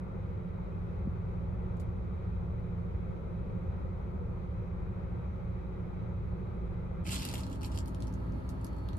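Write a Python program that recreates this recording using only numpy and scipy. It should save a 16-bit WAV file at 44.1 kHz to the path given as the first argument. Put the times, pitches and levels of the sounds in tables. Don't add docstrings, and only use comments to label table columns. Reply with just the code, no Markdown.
import sys
import numpy as np
from scipy import signal
from scipy.fft import rfft, irfft
from scipy.io import wavfile

SR = 44100
rng = np.random.default_rng(int(sys.argv[2]) if len(sys.argv) > 2 else 0)


def digitize_waveform(pressure):
    field = np.atleast_2d(pressure).T
    bounded = np.clip(field, -1, 1)
    quanta = np.round(bounded * 32767).astype(np.int16)
    wavfile.write(sys.argv[1], SR, quanta)


N = 396018

# multiple of the firing rate, left and right level at the wheel in dB,
# left and right level over the seat in dB.
ENGINE_ORDERS = [(1, -49, -48.5, -57, -57), (2, -47, -44.5, -42, -41), (3, -47.5, -49, -71, -60),
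                 (4, -48.5, -46, -50, -46.5), (5, -63.5, -55.5, -99, -59), (6, -66, -54.5, -62, -73),
                 (8, -79.5, -66.5, -62, -69), (9, -72.5, -73.5, -51.5, -55.5), (10, -72, -73, -55.5, -57),
                 (13, -61, -67, -69, -82), (19, -69, -68, -78, -80)]
# frequency in Hz, left and right level at the wheel in dB,
# left and right level over the seat in dB.
FAN_TONES = [(38.4, -59.5, -65, -67, -53), (65.8, -56.5, -53, -49, -53), (75.8, -54, -45.5, -67, -60),
             (97.4, -57, -56, -47.5, -51.5), (116.4, -58, -60, -56, -55), (140.7, -68, -69, -59, -53.5),
             (172.9, -51.5, -43.5, -54, -60), (186.2, -52.5, -47, -47, -52), (332, -80, -81.5, -58, -63.5),
             (350.3, -66, -64, -76, -70), (375.7, -62.5, -77, -66.5, -64.5), (394.4, -78, -78, -63, -75),
             (405.7, -76, -76, -60.5, -69), (430.3, -65, -70.5, -76, -79), (503, -80, -80, -65.5, -67.5),
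             (565.6, -71, -69, -68.5, -66), (636, -84.5, -85, -70, -67)]
WHINE_TONES = [(1557, -83, -81.5, -96, -94), (3410, -95.5, -94, -100, -100), (3870, -91.5, -93.5, -98, -91),
               (4420, -98, -99.5, -84, -83), (6000, -102, -102, -105, -105)]
# frequency in Hz, level in dB per Hz,
# left minus right in dB, left-right likeness (clipped to +-0.95 in use).
WHEEL_RUMBLE = [(20.2, -82.5, 4.5, 0.29), (29.8, -71.5, 3, 1), (42.7, -62, 8, 0.2), (59, -59.5, 4, 1),
                (80, -58.5, 0, 0.88), (108, -58, 0, 0.92), (131, -66.5, 1.5, 0.54), (172, -63.5, 0.5, 0.82),
                (204, -69, -1.5, 0.58), (252, -78.5, -4.5, -0.19), (312, -76.5, -2.5, -0.21),
                (365, -74, 4.5, 0.39), (551, -78, 4, 0.33), (688, -83.5, 0.5, -0.48)]
WHEEL_AIR = [(737, -82, 2, -0.33), (856, -81.5, 6, -0.25), (1080, -86.5, 3.5, -0.17), (1375, -86, 2, 0.35),
             (1516, -91, -2.5, -0.65), (1710, -98, 0, -0.17), (1900, -94.5, 0, -0.00027),
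             (2540, -99.7, -0.5, 0.62), (2780, -107.4, 0, 0.11), (3860, -109.0, -1.5, -0.14),
             (4700, -117.5, 0.5, -0.088), (5950, -119.5, 3, -0.04), (8750, -124.9, -1, 0.093),
             (13200, -127.5, -1.3, 0.8)]
SEAT_RUMBLE = [(20, -75, 3, 0.75), (30, -76, -2, 0.93), (42, -68, -12, 0.97), (59, -60, -1.3, 1),
               (83, -57, -0.5, 0.98), (95, -58.5, -5, 0.99), (136, -65, 5.5, 0.93), (187, -65, -4, 0.88),
               (216, -72.5, 18, 0.83), (243, -70.5, -5.5, 0.89), (314, -71, -2, -0.2),
               (408, -78.5, 7.5, -0.36), (530, -80, -6.5, 0.11), (700, -80.5, 11, -0.44)]
SEAT_AIR = [(674, -83, -5.5, -1.16), (882, -79, 0.5, 0.43), (1104, -88.5, 0, -0.083),
            (1245, -81, -1.5, -0.047), (1490, -91, 3, -0.23), (1950, -94, -1, -0.25),
            (2700, -103.4, -0.5, -0.03), (3480, -105.9, -2, -0.23), (4170, -107.0, 0, 0.18),
            (5200, -113.5, 3, -0.19), (7000, -117.8, 2, 0.13), (9000, -116.7, -7, -0.68),
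            (11500, -118.3, -0.9, 0.96), (13200, -120.8, -0.3, 0.4)]
# frequency in Hz, width in Hz, lift of the noise in dB.
WHEEL_HUMPS = [(1590, 45, 1), (3830, 77, 4), (4400, 35, 1), (5900, 250, 1.5)]
SEAT_HUMPS = [(500, 41, 3.5), (1320, 90, 2.8), (4400, 98, 3.1)]
# start in seconds, peak before the band-pass in dB, frequency in Hz, t60 in seconds.
HAND_BUMPS = [(1.073, -20.5, 189, 0.043), (7.081, -35, 298, 0.033), (7.2515, -40, 620, 0.015),
              (7.34, -32, 690, 0.009), (7.51, -33, 286, .05), (7.546, -35, 286, 0.041),
              (7.6468, -41.5, 890, 0.02)]
# time in seconds, lead of the left side in ms, left minus right in dB.
HAND_PLACES = [(0, 0.049, -1), (7.0, 0.39, -1.5), (7.8, .41, -0.5), (8.049, 0.25, -0.5), (8.498, -0.15, 2),
               (8.65, -0.21, -2), (8.9, 0.35, -2)]
# start in seconds, swell in seconds, length in seconds,
# hiss level in dB, scrape level in dB.
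CLOTH_STROKES = [(7.035, 0.048, 0.45, -49, -49), (7.097, 0.021, 0.24, -47.5, -49),
                 (7.343, 0.018, 0.055, -56.5, -71), (7.503, .024, 0.029, -60, -72),
                 (7.616, 0.023, 0.036, -57.5, -52), (7.703, .02, 0.075, -62.5, -60),
                 (8.012, .012, .018, -68, -67)]
# frequency in Hz, relative level in dB per Hz.
SLIDE_SPECTRUM = [(300, 2), (650, 3), (1300, 0.5), (1800, -2), (2300, -2), (3100, 3), (3800, 0), (5100, -1),
                  (6050, -3.5), (6900, -0.5), (8100, 0.5), (9500, -4), (11500, -8), (13200, -11),
                  (16000, -18)]
# frequency in Hz, relative level in dB, t60 in seconds.
BUCKLE_MODES = [(2900, 1, 0.026), (3220, 2.5, 0.018), (4390, -2, 0.034), (4820, 2, 0.016), (5550, 0, 0.017),
                (6650, -2, 0.012), (7750, 3, 0.013), (9150, -9, 0.018), (9700, -21, .025),
                (10160, -27, .02), (12300, -21, .015)]
# start in seconds, level over the first 5 ms in dB,
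# brightest frequency in Hz, broad splash against that pitch in dB, time constant of the crack in ms.
CONTACTS = [(1.7693, -71, 6300, -10, 3), (1.7991, -61, 6400, -3, 1.2), (1.8018, -61, 11000, 2, 5),
            (7.0657, -48, 2800, -10, 1.5), (7.0925, -48.5, 3800, -9, 1), (7.1078, -45, 4600, -4, 1),
            (7.1172, -41, 7000, 0, 2), (7.1226, -40, 3500, -6, 1.5), (7.1318, -42, 8100, 1, 1.5),
            (7.1435, -42, 5000, -4, 1.5), (7.2207, -44.5, 4400, -8, 0.8), (7.2305, -46.5, 3200, -6, 0.7),
            (7.2515, -38, 3050, -3, 0.6), (7.2886, -43.5, 4500, -8, 0.5), (7.3135, -49, 5200, -5, 0.7),
            (7.3286, -49, 2900, -4, 1), (7.3394, -42.5, 2900, -2, 1), (7.343, -45, 2400, -1, 1.5),
            (7.3543, -43.5, 3400, -14, 2), (7.3796, -50.5, 4900, -8, 1), (7.3848, -53, 4200, -6, 0.8),
            (7.3951, -52.5, 4800, -6, 0.8), (7.4061, -54, 5000, -6, 0.8), (7.434, -49.5, 3900, -20, 1.5),
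            (7.4662, -56, 4300, -1, 1), (7.499, -60, 5700, -5, 1.5), (7.5165, -59, 2400, -16, 1.2),
            (7.5288, -56.5, 7300, -3, 1.2), (7.6108, -60, 4700, -6, 0.6), (7.6173, -54.5, 4900, -12, 0.7),
            (7.6318, -53, 7700, -1, 0.7), (7.647, -47, 5100, -16, 1.3), (7.6578, -53.5, 2400, -1, 0.7),
            (7.6637, -54.5, 7000, -2, 0.8), (7.7492, -55, 2400, -5, 0.6), (7.7585, -55, 7100, -5, 0.7),
            (7.7751, -44.5, 4000, -5, 0.7), (7.7876, -45, 5700, -8, 0.6), (7.8045, -56, 5400, -6, 0.7),
            (7.8586, -57, 5000, -6, 0.8), (7.8754, -58, 8200, -4, 0.8), (7.8815, -55.5, 8200, -3, 0.9),
            (7.947, -56, 4600, -15, 0.6), (8.0043, -57.5, 4700, -10, 0.7), (8.023, -52.5, 5300, -7, 0.7),
            (8.071, -58, 5400, -8, 1), (8.0798, -60, 6000, -6, 1), (8.127, -66, 4800, -8, 0.8),
            (8.139, -58.5, 6300, -9, 1.2), (8.3228, -68, 4800, -12, 0.7), (8.4913, -54.5, 5600, -3, 1),
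            (8.496, -57.5, 8900, 6, 3.6), (8.613, -66, 7500, 0, 1), (8.6458, -50.5, 10400, -5, 1.3),
            (8.6466, -55, 4900, -16, 1.4), (8.6663, -58, 5550, -10, 3.5), (8.731, -67, 3600, -10, 0.8),
            (8.7658, -67.5, 9000, -2, 0.7), (8.7847, -66.5, 3900, -6, 0.8), (8.8878, -54, 4100, -14, 0.8),
            (8.9315, -58.5, 3400, -25, 1.2), (8.968, -60.5, 8500, -6, 4)]

TIME = np.arange(N) / SR
FREQS = np.maximum(np.fft.rfftfreq(N, 1 / SR), 1)
CUT_S = 7.04
DIP_SHARE, DIP_S = 0.75, 0.015
FIRING_HZ = 28.28
CABIN_T60_S = 0.11
CUTOFF_HZ = 13700
RUMBLE_SWELL_DB, RUMBLE_SWELL_PER_S = 1.0, 3
AIR_FLUTTER_DB, AIR_FLUTTER_PER_S = 0.83, 6
SAG_DB_PER_S, RELEASE_DB_PER_S = 53, 288
CATCHES_PER_S, CATCH_SPREAD_DB = 520, 4.4
CATCH_CYCLES = 19
CATCH_HZ, CATCH_WANDER_OCTAVES = 3730, 0.14
CATCH_SCATTER_OCTAVES = 0.52
TICKS_PER_S, TICK_OVER_SLIDE_DB, TICK_REST_DB, TICK_SPREAD_DB = 30, -2, -85, 5
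TICK_LOW_HZ, TICK_HIGH_HZ = 4260, 8400
TICK_SPLASH_DB, TICK_DECAY_MS = -8, 2


def from_db(db):
    return 10 ** (np.asarray(db) / 20)


def rms_one(x):
    return x / np.sqrt(np.mean(x ** 2) + 1e-20)


def over_hz(rows):
    hz, *columns = np.transpose(rows)
    return [np.interp(np.log(FREQS), np.log(hz), column) for column in columns]


def smooth_noise(points_per_step, size):
    knots = rng.standard_normal(int(size / points_per_step) + 3)
    return rms_one(np.interp(np.arange(size) / points_per_step, np.arange(len(knots)), knots))


def drift(rate_hz):
    return smooth_noise(SR / rate_hz / 2, N)


def alike_noise(size, own_share):
    shared = rng.standard_normal(size)
    return rms_one(shared + own_share * rng.standard_normal((2, size)))


def band(x, low_hz, high_hz, order=2):
    edges_hz = [low_hz, min(high_hz, SR / 2 - 1000)]
    return signal.sosfilt(signal.butter(order, edges_hz, "band", fs=SR, output="sos"), x + 1e-18)


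def ring(x, hz, t60_s):
    radius = from_db(-60 / (t60_s * SR))
    angle = 2 * np.pi * hz / SR
    return signal.lfilter([0, np.sin(angle)], [1, -2 * radius * np.cos(angle), radius ** 2], x + 1e-18)


def standing_waves(depth_db, spacing_hz):
    ripple = smooth_noise(spacing_hz * N / SR, len(FREQS))
    return depth_db * ripple * FREQS / np.hypot(FREQS, 500)


def cabin_noise(rumble, air, humps, rumble_db, air_db):
    is_rumble = FREQS < air[0][0]
    level_db, balance_db, alike = np.where(is_rumble, over_hz(rumble), over_hz(air))
    level_db = level_db + np.where(is_rumble, rumble_db, air_db)
    for hz, width_hz, lift_db in humps:
        level_db = level_db + lift_db / (1 + (2 * (FREQS - hz) / width_hz) ** 2)
    alike = np.clip(alike, -0.95, 0.95)
    mid, side = [rfft(rng.standard_normal(N)) * from_db(standing_waves(depth_db=2.0, spacing_hz=31.93))
                 for _ in range(2)]
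    pair = np.sqrt(1 + alike) * mid + np.sqrt(1 - alike) * side * [[1], [-1]]
    sides_db = level_db + balance_db * np.array([[0.5], [-0.5]])
    return irfft(pair * from_db(sides_db), N) * np.sqrt(SR) / 2


def unsteady(x):
    out = 0
    for top_hz in (130, 600, 1500, 2700, 4500):
        low = signal.sosfiltfilt(signal.butter(2, top_hz, fs=SR, output="sos"), x)
        if top_hz < WHEEL_AIR[0][0]:
            sway_db = RUMBLE_SWELL_DB * drift(RUMBLE_SWELL_PER_S)
        else:
            sway_db = AIR_FLUTTER_DB * drift(AIR_FLUTTER_PER_S)
        out = out + low * from_db(sway_db)
        x = x - low
    return out + x


def hum(lines, unit_hz, at_seat, level_db, wander_s, flutter_db):
    out = np.zeros((2, N))
    slip_s = wander_s * drift(0.501)
    for multiple, *levels_db in lines:
        gains = from_db(np.array(levels_db) + level_db)[:, None]
        phase = 2 * np.pi * (multiple * unit_hz * (TIME + slip_s) + rng.random()) + 0.25 * drift(2.5)
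        tone = np.sqrt(2) * np.sin(phase) * from_db(flutter_db * drift(3))
        out += tone * (gains[:2] * (1 - at_seat) + gains[2:] * at_seat)
    return out


def bumps():
    out = np.zeros(N)
    for start_s, peak_db, hz, t60_s in HAND_BUMPS:
        push = np.zeros(N)
        push[round(start_s * SR)] = -from_db(peak_db)
        out += band(ring(push, hz, t60_s), hz / 3.5, hz * 2)
    return out


def from_hand(x):
    times_s, lead_ms, balance_db = np.transpose(HAND_PLACES)
    lead = np.round(np.interp(TIME, times_s, lead_ms) * SR / 1000).astype(int)
    right = x[1, np.clip(np.arange(N) - lead, 0, N - 1)]
    balance_db = np.interp(TIME, times_s, balance_db)
    return np.array([x[0], right]) * from_db(balance_db * np.array([[0.5], [-0.5]]))


def cabin(x, wet_db):
    t = TIME[:SR // 4]
    tail = rng.standard_normal((2, len(t))) * from_db(-60 * t / CABIN_T60_S) * (t > 0.002)
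    tail = rms_one(tail) / np.sqrt(len(t))
    return x + from_db(wet_db) * signal.fftconvolve(x, tail, axes=1)[:, :N]


def drag():
    out = np.zeros((2, N))
    for start_s, swell_s, length_s, *levels_db in CLOTH_STROKES:
        t = np.maximum(TIME - start_s, 0)
        sag_db = SAG_DB_PER_S * np.maximum(t - swell_s, 0)
        release_db = RELEASE_DB_PER_S * np.maximum(t - length_s, 0)
        swell = np.minimum(t / swell_s, 1)
        out += from_db(levels_db)[:, None] * swell * from_db(-sag_db - release_db)
    return out


def sliding(level_db, grains_per_s, spread_db, smooth_share, patchy_db):
    pressure = drag()[0] * from_db(level_db + 0.95 * drift(50))
    sizes = from_db(spread_db * np.minimum(rng.exponential(1, N), 4))
    grains = sizes * (rng.random(N) < grains_per_s / SR)
    puffs = rms_one(signal.lfilter([1], [1, -0.8], grains + 1e-18))
    slips = np.hypot(puffs, smooth_share) * alike_noise(N, own_share=0.99)
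    coloured = rfft(slips) * from_db(over_hz(SLIDE_SPECTRUM)[0]) * FREQS / np.hypot(FREQS, 200)
    edges_hz = [0, 1500, 2600, 4000, 6000, 8500, 11000, SR]
    folds = 0
    for low_hz, high_hz in zip(edges_hz, edges_hz[1:]):
        register = irfft(coloured * (FREQS >= low_hz) * (FREQS < high_hz), N)
        folds = folds + register * from_db(patchy_db * drift(35))
    return pressure * rms_one(folds)


def scraping(level_db, ring_db):
    count = 900
    gaps = rng.exponential(1, count)
    sizes = np.minimum(rng.exponential(1, count), 3)
    signs = rng.choice([-1, 1], count)
    starts = ((CUT_S + np.cumsum(gaps) / CATCHES_PER_S) * SR).astype(int)
    scatter = 0.64 * np.tanh(rng.normal(0, CATCH_SCATTER_OCTAVES, count) / 0.68)
    wander = CATCH_WANDER_OCTAVES * drift(14)
    out, t = np.zeros(N + SR), TIME[:SR // 40]
    for start, size, sign, octaves in zip(starts[starts < N], sizes, signs, scatter):
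        cycles = CATCH_HZ * 2 ** (octaves + wander[start]) * t
        decay = from_db(CATCH_SPREAD_DB * size - 60 * cycles / CATCH_CYCLES)
        out[start:start + len(t)] += sign * decay * np.sin(2 * np.pi * cycles)
    metal = sum(from_db(db) * ring(out, hz, t60_s) for hz, db, t60_s in BUCKLE_MODES)
    out = (rms_one(out) + from_db(ring_db) * rms_one(metal))[:N]
    return from_db(level_db) * drag()[1] * out / np.std(out[starts[0]:starts[-1]])


def light_ticks():
    chance = rng.random((200, 3))
    times_s = CUT_S + np.cumsum(0.5 + chance[:, 0]) / TICKS_PER_S
    slide = np.interp(times_s, TIME, drag()[0]) * from_db(TICK_OVER_SLIDE_DB)
    strength = np.hypot(slide, from_db(TICK_REST_DB))
    levels_db = 20 * np.log10(strength) + TICK_SPREAD_DB * (2 * chance[:, 1] - 1)
    pitches_hz = TICK_LOW_HZ * (TICK_HIGH_HZ / TICK_LOW_HZ) ** chance[:, 2]
    return [(start_s, db, hz, TICK_SPLASH_DB, TICK_DECAY_MS)
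            for start_s, db, hz in zip(times_s, levels_db, pitches_hz) if start_s < TIME[-1]]


def buckle(level_db, snap, ring_db, knock_db):
    out, t = np.zeros((2, N + SR)), TIME[:SR // 12]
    for start_s, db, hz, splash_db, decay_ms in list(CONTACTS) + light_ticks():
        crack = alike_noise(len(t), own_share=0.75) * np.exp(-1000 * t / decay_ms)
        crack[:, 0] += snap
        pitched = band(crack, hz / 1.16, hz * 1.16, order=1)
        click = pitched + from_db(splash_db) * band(crack, 2500, 12800)
        strengths = rng.normal(1, 0.97, len(BUCKLE_MODES))
        metal = sum(strength * from_db(mode_db) * ring(click, mode_hz, t60_s)
                    for strength, (mode_hz, mode_db, t60_s) in zip(strengths, BUCKLE_MODES))
        click = click + from_db(ring_db) * metal + from_db(knock_db) * band(crack, 550, 4300)
        click = click * from_db(db + level_db) / np.sqrt(np.mean(click[:, :SR // 200] ** 2))
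        start = round(start_s * SR)
        out[:, start:start + len(t)] += click
    return out[:, :N]


def scene():
    at_seat = np.clip((TIME - CUT_S) * 400, 0, 1)
    wheel = cabin_noise(WHEEL_RUMBLE, WHEEL_AIR, WHEEL_HUMPS, rumble_db=-0.34, air_db=-1.14)
    seat = cabin_noise(SEAT_RUMBLE, SEAT_AIR, SEAT_HUMPS, rumble_db=-1.0, air_db=-1.43)
    rumble_and_air = unsteady(wheel * (1 - at_seat) + seat * at_seat)
    engine = hum(ENGINE_ORDERS, FIRING_HZ, at_seat, level_db=-1.6, wander_s=0.00053, flutter_db=2.5)
    fans = hum(FAN_TONES, 1, at_seat, level_db=-0.5, wander_s=0.0004, flutter_db=1.5)
    whines = hum(WHINE_TONES, 1, at_seat, level_db=-1.5, wander_s=0.0004, flutter_db=3.5)
    cloth = sliding(level_db=-0.4, grains_per_s=1500, spread_db=3.0, smooth_share=0.33, patchy_db=2.0)
    scrape = scraping(level_db=-4.0, ring_db=-10)
    clicks = buckle(level_db=-0.65, snap=3.3, ring_db=-40, knock_db=-14)
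    handling = cabin(from_hand(cloth + scrape), wet_db=-2.5) + cabin(from_hand(clicks), wet_db=-3.0)
    dip = 1 - DIP_SHARE * at_seat * np.exp(-(np.maximum(TIME - CUT_S, 0) / DIP_S) ** 2)
    return dip * (rumble_and_air + engine + fans + whines) + handling + bumps()


def record(dry):
    no_deep_bass = signal.sosfilt(signal.butter(2, 14, "high", fs=SR, output="sos"), dry)
    return signal.sosfilt(signal.ellip(8, 0.2, 70, CUTOFF_HZ, fs=SR, output="sos"), no_deep_bass)


dry = scene()
out = record(dry)
digitize_waveform(out)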